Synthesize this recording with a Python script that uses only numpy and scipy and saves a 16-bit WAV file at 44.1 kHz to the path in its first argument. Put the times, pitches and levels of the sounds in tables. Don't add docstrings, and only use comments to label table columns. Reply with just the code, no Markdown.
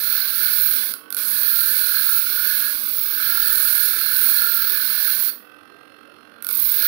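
import sys
import numpy as np
from scipy import signal
from scipy.fft import rfft, irfft
from scipy.io import wavfile
from scipy.ndimage import uniform_filter1d

SR = 44100
rng = np.random.default_rng(int(sys.argv[2]) if len(sys.argv) > 2 else 0)


def wrap_up_sound(samples):
    columns = np.atleast_2d(samples).T
    tamed = np.clip(columns, -1, 1)
    steps = np.round(tamed * 32767).astype(np.int16)
    wavfile.write(sys.argv[1], SR, steps)


N = 302967
TIME = np.arange(N) / SR
FREE_TURNS_PER_S = 45.4

# time_s, force_db (force() sets its zero)
STROKES = [
    [(0.0, -32.5), (0.21, -29.5), (0.33, -32.5), (0.4, -30), (0.82, -32), (0.92, -36)],
    [(1.17, -35.5), (1.47, -31.5), (1.98, -30), (2.27, -33.5), (2.5, -29.5), (2.67, -32.5), (2.83, -39),
     (3.02, -38.0), (3.27, -29.5), (4.34, -30), (4.79, -31.5), (5.08, -29.5), (5.17, -33.5), (5.3, -33)],
    [(6.49, -40.5), (6.54, -39), (6.7, -34), (6.87, -26)],
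]
# extra_edge_bite_db, upper_edge_db, ring_db, throb_db, bedding_s
STROKE_ANGLES = [(0, -0.5, -2.5, 3, .05), (0, -0.5, -0.5, 2.5, 0.073), (6, 2.5, -4, -10.5, 0.038)]


def from_db(db):
    return 10 ** (np.asarray(db) / 20)


def rms_one(x):
    return x / np.sqrt(np.mean(x ** 2) + 1e-20)


def in_time(rows):
    s, *columns = np.transpose(rows)
    return [np.interp(TIME, s, column) for column in columns]


def body(x, spectrum, modes=(), size=4096):
    hz = np.maximum(np.fft.rfftfreq(size, 1 / SR), 1)
    points = np.array(spectrum)
    db = np.interp(np.log(hz), np.log(points[:, 0]), points[:, 1])
    for centre, width, height in modes:
        db = db + height / (1 + (2 * (hz - centre) / width) ** 2)
    cepstrum = irfft(np.log(from_db(db)))
    cepstrum[1:size // 2] *= 2
    cepstrum[size // 2 + 1:] = 0
    response = irfft(np.exp(rfft(cepstrum)))
    return signal.fftconvolve(x, response / np.linalg.norm(response))[:N]


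def moving_resonance(x, centre_hz, width_hz):
    carrier = np.exp(2j * np.pi * np.cumsum(centre_hz) / SR)
    sos = signal.butter(N=4, Wn=width_hz / 2, fs=SR, output="sos")
    band = signal.sosfilt(sos, x / carrier)
    return np.real(band * carrier) * np.sqrt(2 * SR / width_hz)


def surface(turns, memory, count):
    track = rng.standard_normal((400, count))
    for k in range(1, len(track)):
        track[k] = memory * track[k - 1] + np.sqrt(1 - memory ** 2) * track[k]
    return rms_one(np.interp(turns * count, np.arange(track.size), track.ravel()))


def high_spot(turns, width):
    return np.exp(-(np.sin(np.pi * turns) / (np.pi * width)) ** 2)


def touching(fade_s):
    contact = np.zeros(N)
    for rows in STROKES:
        inside_s = np.minimum(TIME - rows[0][0], rows[-1][0] - TIME)
        contact += np.clip(1 + inside_s / fade_s, 0, 1)
    return contact


def force():
    firm_db, release_s, release_db = -28, 0.0419, -2.5
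    easing = np.zeros(N)
    for rows in STROKES:
        end = rows[-1][0]
        easing += (TIME < end + .02) * np.exp(-np.maximum(end - TIME, 0) / release_s)
    return in_time(np.vstack(STROKES))[0] - firm_db + release_db * easing


def disc_speed(force_db):
    sag_turns_per_s, sag_growth, lag_s = 6.5, .25, .16
    sag = sag_turns_per_s * touching(fade_s=.03) * from_db(sag_growth * force_db)
    keep = np.exp(-1 / (lag_s * SR))
    lagged = signal.lfilter([1 - keep], [1, -keep], sag, zi=[keep * sag_turns_per_s])[0]
    return FREE_TURNS_PER_S - lagged


def pressure(turns, lumps, wobble_db, lumps_db, width):
    modulated = from_db(wobble_db * high_spot(turns, width) + lumps_db * lumps)
    return modulated / np.sqrt(uniform_filter1d(modulated ** 2, size=SR // 5))


def waver():
    changes_per_s = 4.7
    return rms_one(np.interp(TIME * changes_per_s, np.arange(200), rng.standard_normal(200)))


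def hand_waver_db():
    return 2 * waver()


def bedding():
    start_db = -10
    held_db = np.zeros(N)
    for rows, angle in zip(STROKES, STROKE_ANGLES):
        start = rows[0][0]
        held_db += start_db * (TIME > start - .02) * np.exp(-np.maximum(TIME - start, 0) / angle[-1])
    return held_db


def driven(firm_db, growth, force_db):
    return from_db(firm_db + growth * force_db)


def grit(spread_db):
    return rms_one(rng.standard_normal(N) * from_db(spread_db * rng.standard_normal(N)))


def cutting_hiss(cut, edge_db, scrapes):
    # frequency_hz, relative_level_db
    hiss_spectrum = [(5500, -32), (6400, -14), (7300, -18), (8150, -14), (8400, -8.5), (9800, -1.5),
                     (11200, 3), (12000, 2), (12700, -1.5), (14000, 5.5), (15000, -5), (16000, 1)]
    drive = cut * driven(-24, 0.47, edge_db) * from_db(0.15 * bedding() + hand_waver_db())
    return body(grit(spread_db=3.0) * (drive + scrapes * from_db(-4.0)), hiss_spectrum)


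def edge_squeal(cut, bite, edge_db, upper_db, scrapes):
    lower_hz, upper_hz, upper_wander_hz = 13300, 15300, 270
    lower = cut * driven(-26, 0.75, edge_db) * from_db(0.44 * bedding() + hand_waver_db())
    upper = bite * driven(-23.5, 0.28, edge_db) * from_db(upper_db + bedding() + hand_waver_db())
    lower_noise = grit(spread_db=4.2) * (lower + scrapes * from_db(-28))
    upper_noise = grit(spread_db=5) * upper
    squeal = moving_resonance(lower_noise, np.full(N, lower_hz), width_hz=810)
    return squeal + moving_resonance(upper_noise, upper_hz + upper_wander_hz * waver(), width_hz=1220)


def rasping(rub, force_db, turns, scrapes):
    # frequency_hz, relative_level_db
    rasp_spectrum = [(1700, -23), (1930, -11), (2170, -2.5), (2600, -5), (2900, -9), (3500, -2), (4000, 0),
                     (4600, 4), (4750, -2.5), (5600, -3), (5750, -7.5), (6200, -8.5), (6500, -33),
                     (9000, -57)]
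    drive = rub * driven(-35, 0.68, force_db) + scrapes * from_db(-21.0)
    return body(surface(turns, memory=0.15, count=1100) * drive, rasp_spectrum)


def upper_bend(rub, force_db, turns, scrapes):
    flare_db, mode_hz = 2.8, 4255
    flare = rms_one(from_db(flare_db * surface(turns, memory=0.15, count=2)))
    drive = rub * flare * driven(-34.5, 1.76, force_db) + scrapes * from_db(-32)
    return moving_resonance(grit(spread_db=3.0) * drive, np.full(N, mode_hz), width_hz=237)


def bending_ring(bend, force_db, ring_db, turns):
    firm_hz, hz_per_db, swing_hz, lag_turns = 1570, 5, 84, 0.11
    flex = bend * driven(-33, 1.42, force_db) * from_db(ring_db)
    swing = np.cos(2 * np.pi * (turns - lag_turns))
    ring_hz = firm_hz + hz_per_db * force_db - swing_hz * swing
    return moving_resonance(surface(turns, memory=0.61, count=1100) * flex, ring_hz, width_hz=330)


def disc_rumble(rub, contact, force_db):
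    # frequency_hz, relative_level_db
    rumble_spectrum = [(15, -41), (25, -38), (86, -2.5), (150, -12.5), (207, 2.5), (272, -6), (295, -9),
                       (375, -6), (476, -3), (508, -4.5), (606, -7), (821, -18), (1150, 4), (1500, -17),
                       (2530, -120)]
    bumps_per_s, bump_db = 14, -8
    bumps = rms_one(rng.choice([-1, 1], N) * (rng.random(N) < bumps_per_s / SR))
    drive = grit(spread_db=2.0) * rub + from_db(bump_db) * bumps * contact
    return body(drive * driven(-55, -0.15, force_db), rumble_spectrum)


def grinding(force_db, turns):
    throb_firm_db, throb_per_db = 7, 1.7
    edge_limit_db = -3
    rows_in_time = []
    for rows, angle in zip(STROKES, STROKE_ANGLES):
        rows_in_time += [(rows[0][0], *angle), (rows[-1][0], *angle)]
    bite_db, upper_db, ring_db, extra_throb_db, _ = in_time(rows_in_time)
    throb_db = throb_firm_db + extra_throb_db + throb_per_db * force_db
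    edge_db = np.minimum(force_db + bite_db, edge_limit_db)
    contact = touching(fade_s=0.0067)
    scrapes, free_ring = taps()
    lumps = surface(turns, memory=0.64, count=12)
    cut = contact * pressure(turns, lumps, wobble_db=0.35 * throb_db, lumps_db=1.0, width=0.18)
    bite = contact * pressure(turns, lumps, wobble_db=1.7 * throb_db, lumps_db=1.1, width=.26)
    rub = contact * pressure(turns, lumps, wobble_db=1.0, lumps_db=1.88, width=0.22)
    bend = contact * pressure(turns, lumps, wobble_db=6, lumps_db=-1.3, width=0.3)
    bright = cutting_hiss(cut, edge_db, scrapes) + edge_squeal(cut, bite, edge_db, upper_db, scrapes)
    middle = rasping(rub, force_db, turns, scrapes) + upper_bend(rub, force_db, turns, scrapes)
    ring = bending_ring(bend, force_db, ring_db, turns) + free_ring
    return bright + middle + ring + disc_rumble(rub, contact, force_db)


def bearing_rattle(speed, turns):
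    # frequency_hz, relative_level_db
    rattle_spectrum = [(800, -31), (1120, 0.5), (1500, -9.5), (1900, -3), (2150, -11.5), (2700, -10.5),
                       (3300, -6.5), (3900, -16.5), (5400, -17.5), (6200, -32), (8000, -33), (9300, -19),
                       (12800, -17.5), (15500, -26.5)]
    # centre_hz, width_hz, height_db
    housing_modes = [(1420, 310, 13.5), (2660, 100, 13), (4260, 42, 15.5)]
    knock = rms_one(from_db(13 * high_spot(turns, width=.23)))
    bearing = rms_one(surface(turns, memory=0.99, count=1000) + 0.61 * rng.standard_normal(N))
    rattle = from_db(-54.0) * body(bearing * knock, rattle_spectrum, housing_modes)
    pitch_swing = 0.023
    shift_s = pitch_swing * np.cos(2 * np.pi * turns) / (2 * np.pi * speed)
    return np.interp(TIME + shift_s, TIME, rattle)


def rotor_whirr(turns):
    # frequency_hz, relative_level_db
    motor_spectrum = [(29, -104), (50, -45), (92, -18), (177, -17.5), (231, -6.5), (268, -8), (296, -7.5),
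                      (376, -10), (460, -5), (521, -8.5), (1000, -17), (1300, -23), (2200, -120)]
    return from_db(-58.5) * body(surface(turns, memory=0.22, count=1000), motor_spectrum)


def rotor_whine(speed, turns):
    order, peak_hz, width_hz, peak_db = 35, 1530, 42, -54
    swell = 1 / np.hypot(1, 2 * (order * speed - peak_hz) / width_hz)
    return from_db(peak_db) * swell * np.sqrt(2) * np.sin(2 * np.pi * order * turns)


def motor(speed, turns):
    return bearing_rattle(speed, turns) + rotor_whirr(turns) + rotor_whine(speed, turns)


def hum():
    # pitch_hz, level_db (rms, ahead of the microphone gain)
    ripple = [(100, -83.5), (300.2, -62.5)]
    return sum(from_db(db) * np.sqrt(2) * np.sin(2 * np.pi * hz * TIME) for hz, db in ripple)


def workshop(x, count=5):
    t60_s, room_db = 0.31, -6
    age = TIME[:SR // 2]
    decay = from_db(-60 * age / t60_s) * np.minimum(age / 0.00057, 1)
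    tails = rng.standard_normal((count, len(age))) * decay
    moments = np.linspace(0, TIME[-1], 80)
    shares = np.array([np.interp(TIME, moments, rng.standard_normal(len(moments))) for _ in tails])
    shares /= np.linalg.norm(shares, axis=0)
    wet = np.zeros(N)
    for share, tail in zip(shares, tails):
        wet += signal.fftconvolve(x * share, tail / np.linalg.norm(tail))[:N]
    return x + from_db(room_db) * wet


def input_noise():
    # frequency_hz, relative_level_db
    input_spectrum = [(20, -16), (60, 7), (110, 0), (170, -6), (235, -1), (400, -8.5), (900, -13.5),
                      (2000, -17), (3500, -23.5), (7000, -29), (15500, -30)]
    return from_db(-77) * body(rng.standard_normal(N), input_spectrum)


def taps():
    # first_s, last_s, mid_run_db
    tap_runs = [(0.9371, .9377, -13), (1.1035, 1.1870, -11.5), (6.4232, 6.5098, -12.5)]
    tap_s, taper_db, ring_db = 0.0036, 1.65, -15.5
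    ring_hz, ring_t60_s = 1433, 0.032
    scrapes, rings = np.zeros(N), np.zeros(N)
    age = TIME[:SR // 5]
    phase = age / (tap_s / 2)
    scrape = phase ** 2 * np.exp(1 - phase ** 2)
    decay = from_db(ring_db - 60 * age / ring_t60_s)
    ring = decay * np.minimum(phase, 1) * np.sin(2 * np.pi * ring_hz * age)
    for first, last, top_db in tap_runs:
        count = 1 + round(abs(last - first) * FREE_TURNS_PER_S)
        for k, s in enumerate(np.linspace(first, last, count)):
            span = slice(int(s * SR), int(s * SR) + len(age))
            gain = from_db(top_db - taper_db * (k - (count - 1) / 2) ** 2)
            scrapes[span] += gain * scrape
            rings[span] += gain * ring
    return scrapes, rings


def squeak():
    start_s, length_s, start_hz, end_hz, peak_db = 5.277, .04, 4150, 4700, -35
    progress = np.clip((TIME - start_s) / length_s, 0, 1)
    pitch_hz = start_hz + (end_hz - start_hz) * progress
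    return from_db(peak_db) * np.sin(np.pi * progress) * np.sin(2 * np.pi * np.cumsum(pitch_hz) / SR)


def scene():
    microphone_db = 6
    force_db = force()
    speed = disc_speed(force_db)
    turns = np.cumsum(speed) / SR
    sources = grinding(force_db, turns) + squeak() + motor(speed, turns)
    sound = workshop(sources) + hum()
    return np.array([input_noise(), from_db(microphone_db) * sound])


def record(dry):
    overload, cutoff_hz = .85, 15770
    rounded = dry / (1 + (dry / overload) ** 8) ** (1 / 8)
    lowpass = signal.firwin(601, cutoff_hz, fs=SR, window=("kaiser", 7))
    return signal.fftconvolve(rounded, lowpass[None], mode="same", axes=1)


dry = scene()
out = record(dry)
wrap_up_sound(out)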